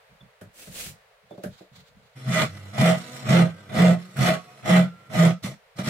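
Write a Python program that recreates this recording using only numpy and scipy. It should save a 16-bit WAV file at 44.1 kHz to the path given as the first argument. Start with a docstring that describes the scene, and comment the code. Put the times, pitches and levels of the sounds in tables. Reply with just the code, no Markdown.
"""A coarse file rasps the edge of a wooden blank in a bench vise outdoors: seven pushes, then a few short scrapes.
Teeth that snag and release fibres excite resonances of wood and vise; in each push the blank chatters by stick-slip.
Ahead of each push the file slides lightly and its evenly spaced teeth hum; ringing modes die away as pushes end.
Before the filing the blank knocks, rubs and bumps into the vise and a palm sweeps over the jaw.
Short wall reflections and faint outdoor air lie behind.
"""
import sys
import numpy as np
from scipy import signal
from scipy.fft import rfft, irfft, next_fast_len
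from scipy.io import wavfile
from scipy.ndimage import uniform_filter1d, minimum_filter1d, map_coordinates

SR = 44100
rng = np.random.default_rng(int(sys.argv[2]) if len(sys.argv) > 2 else 0)


def to_wav(s):
    """Save 16-bit WAV."""
    ch = np.atleast_2d(s).T  # columns
    pcm = np.round(np.clip(ch, -1, 1) * 32767)  # PCM
    wavfile.write(sys.argv[1], SR, pcm.astype(np.int16))


N = 259749

# spectral density of cut wood and of torn fibres: frequency [Hz], relative density [dB per Hz]
CUT_SPECTRUM = [(40, -20), (150, 2.5), (300, -9), (600, 1.5), (950, -1), (1400, 1), (1750, -4),
                (2200, -2.5), (2700, -0.5), (3600, -8.5), (4500, -13.5), (6000, -77)]
TEAR_SPECTRUM = [(100, -40), (600, -10), (2470, -9), (4200, -0.5), (4710, -7), (5440, -1), (5900, -6),
                 (8030, -5), (9160, -10.5), (10200, -9), (11600, -15), (12600, -13), (13700, -15),
                 (14700, -20.5), (15600, -46)]
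# resonances of filed face, edge, blank, hollow low modes and vise: centre [Hz], bandwidth [Hz], relative level [dB]
FACE_MODES = [(1111, 56, -6), (1243.6, 18.6, 1), (1326, 15, 5), (1490, 76, -1.5), (1537, 23, -2),
              (1662, 84, -9.5)]
EDGE_MODES = [(1913, 117, 1), (1950, 38, 4), (2092, 102, -1.5), (2393, 22, -0.5), (2982, 28, -2.5),
              (3360, 94, -7.5), (3530, 29, -2)]
BLANK_MODES = [(637, 25.3, 0.5), (728, 18, -3), (782, 75, -13.5)]
HOLLOW_MODES = [(327, 26.6, -8), (455, 60, -9.5), (531.7, 28.6, -5.5)]
VISE_MODES = [(108.5, 17, -16.5), (131.5, 21, -3.5), (208.4, 11.3, -3), (237.6, 27.6, -11)]


def rasp():
    """Source and filter: snagging teeth are the force, and wood and vise resonances shape it."""
    rubbing, hissing = sliding(index=0), sliding(index=1)
    scrape = pressure(index=0, drop_db=29, rise_shape=2.0, fall_shape=1.9, lag_s=0.007975)
    bite = pressure(index=1, drop_db=32, rise_shape=1.95, fall_shape=2.0, lag_s=0.00099)
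    tearing = pressure(index=2, drop_db=34.5, rise_shape=2.78, fall_shape=2.52, lag_s=-0.0045)
    ringing = pressure(index=3, drop_db=30.5, rise_shape=1.83, fall_shape=3.46, lag_s=-0.0049)
    hollowness = pressure(index=4, drop_db=34.5, rise_shape=1.64, fall_shape=2.4, lag_s=0.004)
    shuddering = pressure(index=5, drop_db=18.5, rise_shape=3.05, fall_shape=3.5, lag_s=-0.004)
    whine = pressure(index=3, drop_db=31.5, rise_shape=2.1, fall_shape=2.4, lag_s=0.0079)

    scrape_db = decibels(scrape + amp(-1) * rubbing)
    bite_db = decibels(bite + amp(-1) * rubbing)
    tear_db = decibels(tearing + hissing)
    ring_db = decibels(ringing + amp(-1) * rubbing)
    hollow_db = decibels(hollowness + amp(-1) * rubbing)
    shudder_db = decibels(shuddering + amp(4) * rubbing + jolts(width_s=0.022))
    whine_db = decibels(whine)
    cut_db = (scrape_db + bite_db) / 2

    swing, grip, lock = chatter(waver_hz=3.8, flutter_db=0.0, grip_depth=0.16)
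    unevenness = amp(1.03 * wobble(130) + 1.17 * wobble(35))  # rows of teeth bite unevenly
    rows = unevenness * teeth(cut_db, top_rate_hz=590, depth=0.49)
    force = grip * rows * catches(rate_hz=1300, spread_db=-0.5, life_s=0.00041, bed=0.96)

    def fibres():
        return force * rng.standard_normal(N)

    cut = amp(cut_db + 0.5) * coloured(dense_modes(fibres(), t60_s=0.052), CUT_SPECTRUM)
    tear = amp(tear_db + 4.0) * coloured(dense_modes(fibres(), t60_s=0.044, dwell_s=0.1), TEAR_SPECTRUM)
    face = amp(scrape_db + 0.5) * rung(noise(force=force), FACE_MODES)
    edge = amp(bite_db + 0.5) * rung(noise(force=force), EDGE_MODES)
    ring = amp(ring_db - 0.5) * rung(noise(force=force), BLANK_MODES)
    hollow = amp(hollow_db - 1.5) * rung(noise(force=force), HOLLOW_MODES)
    shudder_db = shudder_db - 5 * lock  # strong chatter takes over from the vise's own modes
    shudder = amp(shudder_db - 2.5) * rung(noise(force=force), VISE_MODES)
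    tones = singing([shudder_db, whine_db, scrape_db, bite_db], flutter_db=4.5)

    # the small blank radiates poorly in the deep bass, and wood damps the treble
    radiation = [(30, -3), (65, -2.5), (100, -3.0), (130, 0), (3800, -0.5), (9000, -1.5)]
    body = face + edge + ring + hollow + shudder + tones + swing
    body = filtered(body, lambda f: amp(along(radiation, f)))
    return cut + tear + body


# seven pushes, two short scrapes as the file is set down, and the start of one more push:
# start_s [s], rise_s [s], fall_s [s], then relative levels [dB]:
# scrape_db, bite_db, tear_db, ring_db, hollow_db, shudder_db
STROKES = [ (2.254, .15, 0.085, -31, -26.5, -36, -29, -34.5, -28.5),
           (2.724, .15, .12, -30, -28, -38, -22.5, -30.5, -29.5),
           (3.22, .14, .15, -30, -30, -40, -26, -24.5, -25.5),
           (3.686, 0.15, .16, -31, -30, -40, -23.5, -24.5, -24.5),
           (4.151, .13, .12, -29.5, -29, -37, -24.5, -31, -28.5),
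           (4.623, .12, .14, -29.5, -27.5, -40, -24, -27.5, -26.5),
           (5.092, .13, 0.14, -30.5, -30, -38, -24.5, -27, -29),
           (5.417, 0.032, .12, -49, -42.5, -45, -49, -49, -38.5),
           (5.75, 0.052, 0.06, -46.5, -46.5, -50.5, -42.5, -45.5, -40.5),
           (5.826, 0.055, 0.087, -40, -37, -42, -43.5, -42, -34)]


def pressure(index, drop_db, rise_shape, fall_shape, lag_s):
    """Amplitude envelope: one layer's drive swells with every stroke to that stroke's level."""
    drive = 0
    for start, rise, fall, *levels in STROKES:
        movement = swell(start, rise + lag_s, fall, drop_db, rise_shape, fall_shape)
        drive = drive + amp(levels[index]) * movement
    return snags() * drive


# a row of teeth snags hard: start_s [s], leap_db [dB]
SNAGS = [(2.78, 3), (3.288, 5), (3.786, 5), (4.19, 7), (4.658, 5), (5.786, 6)]
SNAG_EASE_S = 0.02195  # time constant of the leap in dB


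def snags():
    """Sudden catch and relaxation: the gain leaps at each snag, then its decibels decay exponentially."""
    start, leap_db = np.transpose(SNAGS)
    leaps = np.bincount(np.round(start * SR).astype(int), leap_db, N)
    return amp(signal.lfilter([1], [1, -np.exp(-1 / (SNAG_EASE_S * SR))], leaps))


def catches(rate_hz, spread_db, life_s, bed):
    """Random impulse train: teeth snag fibres and let go, over a bed of steady friction."""
    strength = amp(spread_db * np.clip(rng.standard_normal(N), -2, 2))
    impulses = (rng.random(N) < rate_hz / SR) * strength
    releases = signal.lfilter([1], [1, -np.exp(-1 / (life_s * SR))], impulses)
    return unit(bed + unit(releases))


def teeth(cut_db, top_rate_hz, depth):
    """Amplitude modulation: rows of teeth pass faster the harder the file is driven."""
    rate = top_rate_hz * amp((cut_db - cut_db.max()) / 4) * (1 + 0.04083 * wobble(40))
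    return 1 + depth * np.cos(2 * np.pi * np.cumsum(rate) / SR)


def dense_modes(force, t60_s, dwell_s=0.09, size=2048):
    """High modal density: decaying noise answers cross-fade as contact travels, and differ between channels."""
    hop = round(dwell_s * SR)
    out = np.zeros((2, N + size))
    decay = amp(-60 * np.arange(size) / SR / t60_s)
    for centre in range(0, N + hop, hop):
        a, b = max(centre - hop, 0), min(centre + hop, N)
        share = np.cos(np.pi / 2 * (np.arange(a, b) - centre) / hop)
        answer = unit(noise(size) * decay)
        out[:, a:b + size - 1] += signal.fftconvolve((force[a:b] * share)[None], answer, axes=1)
    return out[:, :N]


# modes that lock onto the passing teeth:
# pitch_hz [Hz], waver_hz [Hz], level_db relative [dB], left_minus_right_db [dB]
LOCKED_MODES = [(134, 7.4, -2, -2), (637.5, 7.01, -3.5, -6), (1232, 14, -8, 8), (1996, 12.3, -6.5, 1.5)]


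def singing(levels_db, flutter_db):
    """Mode locking: each mode holds an unsteady tone that follows its own drive."""
    out = np.zeros((2, N))
    for (hz, waver_hz, db, lean_db), level_db in zip(LOCKED_MODES, levels_db):
        phase = 2 * np.pi * np.cumsum(hz + waver_hz * wobble(50)) / SR
        tone = unit(amp(flutter_db * wobble(40)) * np.sin(phase))
        balance_db = np.array([[lean_db], [-lean_db]]) / 2
        out += amp(level_db + db + balance_db) * tone
    return out


# in each push the teeth catch, jolt the vise and set the blank chattering: start_s of the catch [s], length_s [s],
# pitch_hz [Hz], glide [Hz per s], chatter_db [dB], catch_jolt_db [dB], release_jolt_db [dB], levels relative
CHATTER = [ (2.29, .14, 180.6, -150, -27.5, -32, -31), (2.82, 0.092, 173.4, 8, -17.5, -16, -36),
           (3.318, .11, 174, -11.5, -14.5, -18, -22), (3.795, 0.11, 174.8, 15.5, -12, -23.5, -28),
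           (4.228, 0.084, 172.2, 52, -24, -18, -29), (4.705, 0.1, 178.2, 2, -13.5, -30, -32),
           (5.18, 0.093, 172.5, 25.5, -13, -25.5, -32)]
CHATTER_LEAD_S, CHATTER_BUILD_S = 0.024, 0.06  # it starts just before the catch and builds
RING_DOWN_DB_PER_S = 251


def chatter(waver_hz, flutter_db, grip_depth):
    """Stick-slip at the blank's bending pitch: returns its swing, the grip on the teeth and its strength 0-1."""
    t = np.arange(N) / SR
    level, pitch = np.zeros(N), np.full(N, float(CHATTER[0][2]))
    for start, length, hz, glide, db, *_ in CHATTER:
        progress = np.clip((t - start + CHATTER_LEAD_S) / CHATTER_BUILD_S, 0, 1)
        build = np.sin(np.pi / 2 * progress) ** 2
        level += build * amp(db - RING_DOWN_DB_PER_S * np.maximum(t - start - length, 0))
        gliding = hz + glide * np.clip(t - start, 0, length)
        pitch = np.where(t > start - CHATTER_LEAD_S, gliding, pitch)
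    phase = 2 * np.pi * np.cumsum(pitch + waver_hz * wobble(45)) / SR
    swing = np.sqrt(2) * level * amp(flutter_db * wobble(50)) * np.sin(phase)
    lock = level / level.max()
    grip = 1 + grip_depth * np.sqrt(lock) * np.cos(phase)
    return swing, grip, lock


def jolts(width_s):
    """Impulsive excitation: the vise jerks as the teeth catch and again as they let go."""
    t = np.arange(N) / SR

    def jerk(moment):
        return np.exp(-((t - moment) / width_s) ** 2)

    drive = 0
    for start, length, *_, catch_db, release_db in CHATTER:
        drive = drive + amp(catch_db) * jerk(start) + amp(release_db) * jerk(start + length)
    return drive


# the file slides lightly ahead of each push: start_s [s], end_s [s], rub_db [dB], hiss_db [dB],
# pitch_hz of the passing teeth [Hz], hum_db [dB], overtone slope [dB per octave], levels relative
SLIDES = [(2.15, 2.313, -56, -59, 130, -43.5, -13.5), (2.47, 2.771, -56, -60.5, 97.7, -43, -12.5),
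          (2.959, 3.25, -51, -51, 246.4, -51, -5), (3.484, 3.719, -60, -66, 99, -53.5, -6.5),
          (3.977, 4.179, -61, -62, 183, -50.5, -15), (4.385, 4.639, -60, -64, 102, -75, -8),
          (4.867, 5.109, -64, -74, 102, -64, -6)]


def returns(waver, count=6):
    """Periodic excitation: sliding without pressure, evenly spaced teeth hum as a harmonic series."""
    hum = np.zeros(N)
    travel = np.cumsum(1 + waver * wobble(24.86)) / SR
    for start, end, *_, pitch_hz, db, overtone_db in SLIDES:
        touch = held(start, end, fade_s=0.027)
        on = touch > 0
        tone = 0
        for k in range(1, count + 1):
            tone = tone + amp(overtone_db * np.log2(k)) * np.sin(2 * np.pi * k * pitch_hz * travel[on])
        hum[on] += touch[on] * amp(db) * tone
    return np.sqrt(2) * hum * amp(1.9 * wobble(40))


def sliding(index):
    """Steady friction: faint, even drive of the rubbing or the hiss while the file slides."""
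    return sum(amp(levels[index]) * held(start, end, fade_s=0.02007) for start, end, *levels in SLIDES)


# file and blank ring on as a push ends, at pitches set by the grip:
# start_s [s], pitch_hz [Hz], level_db relative [dB], t60_s [s]
RINGING = [(3.4, 543, -43, 0.45), (3.399, 1563, -58.5, 1.4), (3.92, 461.6, -57, 1), (3.92, 1080, -55, 0.5),
           (4.32, 722, -55, 1.3), (4.32, 1115, -43, 0.37), (4.321, 2516, -66, 1.4), (4.8, 1368, -53.5, 1.2),
           (5.24, 654, -30, 0.19), (5.249, 1233, -40, 0.34), (5.279, 1323, -42, 0.4)]


def steel(swell_s, beat_db):
    """Free vibration: lightly damped modes of file and blank swell, then decay exponentially."""
    t = np.arange(SR) / SR
    out = np.zeros((2, N + SR))
    for start, hz, db, t60 in RINGING:
        phases = rng.uniform(0, np.pi / 2, (2, 1))
        envelope = amp(db + 5.5 - 60 * t / t60) * (1 - np.exp(-t / swell_s))
        out[:, round(start * SR):][:, :SR] += envelope * np.sin(2 * np.pi * hz * t + phases)
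    return out[:, :N] * amp(beat_db * wobble(27))


# resonances of the vise's thump and the blank's clack: centre [Hz], bandwidth [Hz], relative level [dB]
THUMP_MODES = [(121, 24, -1), (186, 14, 6.5), (239, 34, -2.5)]
CLACK_MODES = [(320, 52, 2), (443, 190, -1), (601, 36.3, 9), (743, 124, -10)]
# spectral density of the surface tick: frequency [Hz], relative density [dB per Hz]
TICK_SPECTRUM = [(600, -37), (1100, 1), (1550, 12.5), (2100, -2), (3500, -7), (5500, -10), (9000, -8.5),
                 (12500, -7), (15000, -18)]
# the blank and the file knock on the vise:
# start_s [s], level_db [dB], thump_db [dB], clack_db [dB], tick_db [dB], levels relative
KNOCKS = [(0.204, -48, -17, -12, -14), (0.412, -30.5, -9.5, -13, -12), (0.671, -31, -9, -17, -15),
          (1.307, -30.5, -12, -9.5, -39), (1.331, -34.5, -8, -12, -33), (1.377, -33, -3.5, -7, -36),
          (1.436, -24.5, -10, -6, -9), (1.456, -25.5, 0, -28, -22), (1.606, -37.5, -6.5, -7.5, -21),
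          (4.168, -27, -22, -24, -3), (5.441, -22.5, 3.5, -42, -22), (5.466, -21.5, -8, -18, -30.5),
          (5.789, -12.5, -6, -22.5, -39), (5.872, -16.5, -2, -24, -17)]


def knocks(contact_t60_s, tick_t60_s, push_s):
    """Impact response: each knock thumps the vise, clacks the blank and scuffs the surface."""
    size = SR // 2
    t = np.arange(size) / SR
    out = np.zeros((2, N + size))

    def peaked(x):
        return x / np.abs(x).max()

    push = (1 - t / push_s) * np.exp(-t / push_s)  # press and rebound
    for start, db, thump_db, clack_db, tick_db in KNOCKS:
        thump = amp(thump_db) * peaked(rung(push, THUMP_MODES))
        clack = rung(noise(size), CLACK_MODES) * amp(-60 * t / contact_t60_s)
        clack = amp(clack_db + 6.5) * peaked(clack)
        tick = coloured(noise(size), TICK_SPECTRUM) * amp(-60 * t / tick_t60_s)
        tick = amp(tick_db + 2.5) * peaked(tick)
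        out[:, round(start * SR):][:, :size] += amp(db) * (thump + clack + tick)
    return out[:, :N]


# spectral density of palm, rub and bump: frequency [Hz], relative density [dB per Hz]
PALM_SPECTRUM = [(300, -6.5), (550, -6), (950, -13.5), (1500, -9), (2400, -4), (5500, -7.5), (8200, -5.5),
                 (12000, -9.5), (15600, -11.5)]
RUB_SPECTRUM = [(250, -35), (450, -9), (1500, -6.5), (2800, -8.5), (3900, -2), (5600, -13.5), (7200, -11.5),
                (9000, -22), (15000, -22)]
BUMP_SPECTRUM = [(20, -31), (45, -3), (90, 0.5), (135, 8.5), (200, 2), (280, -10.5), (450, -51.5)]
# palm sweeps and rubs of the blank: start_s [s], rise_s [s], fall_s [s], level_db relative [dB]
SWEEPS = [(0.52, 0.087, 0.14, -47), (0.68, 0.13, 0.14, -37.5)]
RUBS = [(1.2, 0.17, .2, -71), (1.42, 0.018, 0.052, -64), (1.49, 0.057, 0.16, -64.5),
        (1.71, 0.054, 0.084, -59), (1.83, 0.03, .06, -65), (1.88, .15, .3, -74)]
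# bumps of the blank: start_s [s], level_db relative [dB]
BUMPS = [(0.09, -58.5), (0.205, -52.5), (0.415, -46.5), (0.67, -46), (0.76, -67), (0.85, -46.5),
         (0.91, -58), (1.22, -64), (1.45, -41.5), (1.5, -66), (1.704, -56), (1.767, -56), (1.88, -62),
         (1.945, -55.5), (2.02, -63)]
BUMP_RISE_S, BUMP_FALL_S = 0.023, 0.055


def handling():
    """Friction noise: a palm sweeps over the jaw; the blank rubs and bumps as it is seated."""
    def moves(table):
        return sum(amp(db) * swell(start, rise, fall, drop_db=31.5, rise_shape=2.36, fall_shape=3.0)
                   for start, rise, fall, db in table)

    bumping = sum(amp(db) * swell(start, BUMP_RISE_S, BUMP_FALL_S, drop_db=10.5, rise_shape=3.3, fall_shape=2.1)
                  for start, db in BUMPS)
    grit = catches(rate_hz=1100, spread_db=6, life_s=0.00066, bed=6.0)
    sweep = amp(1.0 + 1.4 * wobble(60.7)) * moves(SWEEPS) * coloured(noise(force=grit), PALM_SPECTRUM)
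    rub = amp(5.0 + 2.5 * wobble(80)) * moves(RUBS) * coloured(noise(force=grit), RUB_SPECTRUM)
    return sweep + rub + bumping * coloured(noise(), BUMP_SPECTRUM)


# dry wood squeaks under the fingers: start_s [s], pitch_hz [Hz], level_db [dB], length_s to 1/e either side [s]
SQUEAKS = [(0.213, 3480, -51, 0.0072), (1.323, 3520, -58, .015)]


def squeaks(waver):
    """Stick-slip friction: brief tones of wavering pitch under a bell-shaped envelope."""
    t = np.arange(N) / SR
    warp = np.cumsum(1 + waver * wobble(400)) / SR
    return sum(amp(db) * np.exp(-((t - start) / length) ** 2) * np.sin(2 * np.pi * hz * warp)
               for start, hz, db, length in SQUEAKS)


# decay of the reflections: frequency [Hz], t60_s [s]
WALL_DECAY = [(150, 0.23), (700, 0.095), (2000, 0.081), (5000, 0.27), (14000, 0.12)]


def walls(x):
    """Reverberation: the house wall and the bench answer with a short tail whose decay depends on frequency."""
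    hz, _, z = signal.stft(rng.standard_normal((2, SR // 2)), SR, nperseg=256)
    t = _
    decay = amp(-60 * t / along(WALL_DECAY, hz)[:, None])
    tail = signal.istft(z * decay, SR, nperseg=256)[1]
    delayed = np.pad(tail, ((0, 0), (200, 0))) / np.linalg.norm(tail[0])  # delay in samples
    wet = signal.fftconvolve(x, delayed, axes=1)[:, :N]
    return filtered(wet, lambda f: amp(along([(170, -7.5), (600, 2)], f)))


# spectral density of the air: frequency [Hz], relative density [dB per Hz]
AIR_SPECTRUM = [(18, -48), (30, -5), (148, -12), (173, -12.5), (219, -43), (316, -50), (433, 1),
                (624, -0.5), (855, -5), (2030, -6), (3000, -11.5), (4330, -15), (5620, -21.5), (15600, -28)]
AIR_DB = -59.5  # centre of a slowly drifting level


def air():
    """Broadband ambient noise: a faint outdoor background."""
    return amp(AIR_DB + 1.26 * wobble(2.31)) * coloured(noise(), AIR_SPECTRUM)


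# likeness of the two channels: frequency [Hz], correlation [-1 to 1]
CHANNEL_LIKENESS = [(150, 0.84), (350, 1), (700, 0.33), (1300, 0), (2200, 0.16), (4000, -0.2), (8000, 0)]


def noise(size=N, force=1):
    """Interchannel coherence: driven stereo noise, alike in the bass and unrelated in the treble."""
    def mid_side(f):
        turn = np.arccos(np.clip(along(CHANNEL_LIKENESS, f), -1, 1)) / 2
        return np.array([np.cos(turn), np.sin(turn)])

    mid, side = filtered(force * rng.standard_normal((2, size)), mid_side)
    return np.array([mid + side, mid - side])


def swell(start, rise, fall, drop_db, rise_shape, fall_shape, touch_s=0.01191):
    """Movement envelope: contact, a climb of drop_db to a rounded crest, and an easing off."""
    gain = np.zeros(N)
    span = np.arange(round(start * SR), min(N, round((start + rise + 2 * fall) * SR)))
    t = span / SR - start
    climbing = np.abs((rise - t) / rise) ** rise_shape
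    easing = np.abs((t - rise) / fall) ** fall_shape
    away = np.where(t < rise, climbing, easing)
    gain[span] = np.clip(t / touch_s, 0, 1) * amp(-drop_db * away)
    return gain


def held(start, end, fade_s):
    """Steady contact: even gain from start to end with linear fades."""
    t = np.arange(N) / SR
    return np.clip(np.minimum(t - start, end - t) / fade_s, 0, 1)


def rung(x, modes):
    """Modal superposition: x through resonances of alternating sign, at rms 1."""
    def response(f):
        total = 0
        for k, (centre, width, db) in enumerate(modes):
            resonance = 1j * f * width / (centre * centre - f * f + 1j * f * width)
            total = total + (-1) ** k * amp(db) * resonance
        return total

    return unit(filtered(x, response))


def coloured(x, spectrum):
    """Spectral shaping: x weighted by the given spectrum, at rms 1."""
    return unit(filtered(x, lambda f: amp(along(spectrum, f))))


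def filtered(x, response):
    """Linear filtering: x times a complex response of frequency."""
    m = next_fast_len(x.shape[-1] + SR // 2)
    spectrum = rfft(x, m) * response(np.fft.rfftfreq(m, 1 / SR))
    return irfft(spectrum, m)[..., :x.shape[-1]]


def wobble(rate):
    """Slow random modulation: a smooth curve with rate knots a second."""
    knots = rng.standard_normal(int(N * rate / SR) + 4)
    return map_coordinates(knots, [np.arange(N) * rate / SR])


def along(points, hz):
    """Logarithmic frequency scale: interpolates (Hz, value) points."""
    f, v = np.transpose(points)
    return np.interp(np.log(hz + 1), np.log(f + 1), v)


def amp(db):
    """Level to amplitude ratio."""
    return 10 ** (np.asarray(db) / 20)


def decibels(gain):
    """Amplitude ratio to level, with a floor."""
    return 20 * np.log10(gain + 1e-6)


def unit(x):
    """Power normalization: x at rms 1."""
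    return x / np.sqrt(np.mean(x ** 2) + 1e-20)


# the file is off the wood and its ringing is choked: start_s [s], end_s [s]
LIFTED = (5.382, 5.43)
# stereo balance: frequency [Hz], left_minus_right_db [dB]
STEREO_LEAN = [(60, -8), (110, 0), (200, -1), (380, -3.5), (700, -0.5), (1290, -2), (2380, -1), (4400, -4),
               (8120, -0.5), (15000, 1)]


def scene():
    """Superposition: filing and handling, their reflections, and the air."""
    on_wood = 1 - held(*LIFTED, fade_s=0.009)
    filing = on_wood * (rasp() + returns(waver=0.01395) + steel(swell_s=0.023, beat_db=4))
    knocking = knocks(contact_t60_s=0.16, tick_t60_s=0.15, push_s=0.00095)
    work = filing + knocking + handling() + squeaks(waver=0.025)
    work = filtered(work, lambda f: amp(np.outer([1, -1], along(STEREO_LEAN, f)) / 2))
    return work + amp(-13.0) * walls(work) + air()


TOP_HZ = 15780


def record(dry, size=500):
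    """Peak limiting and band limiting: holds down the loudest peaks, then removes all from TOP_HZ up."""
    ceiling = 0.53
    needed = np.minimum(1, ceiling / (np.abs(dry).max(axis=0) + 1e-9))
    gain = uniform_filter1d(minimum_filter1d(needed, size), size)
    return filtered(dry * gain, lambda f: f < TOP_HZ)


dry = scene()
out = record(dry)
to_wav(out)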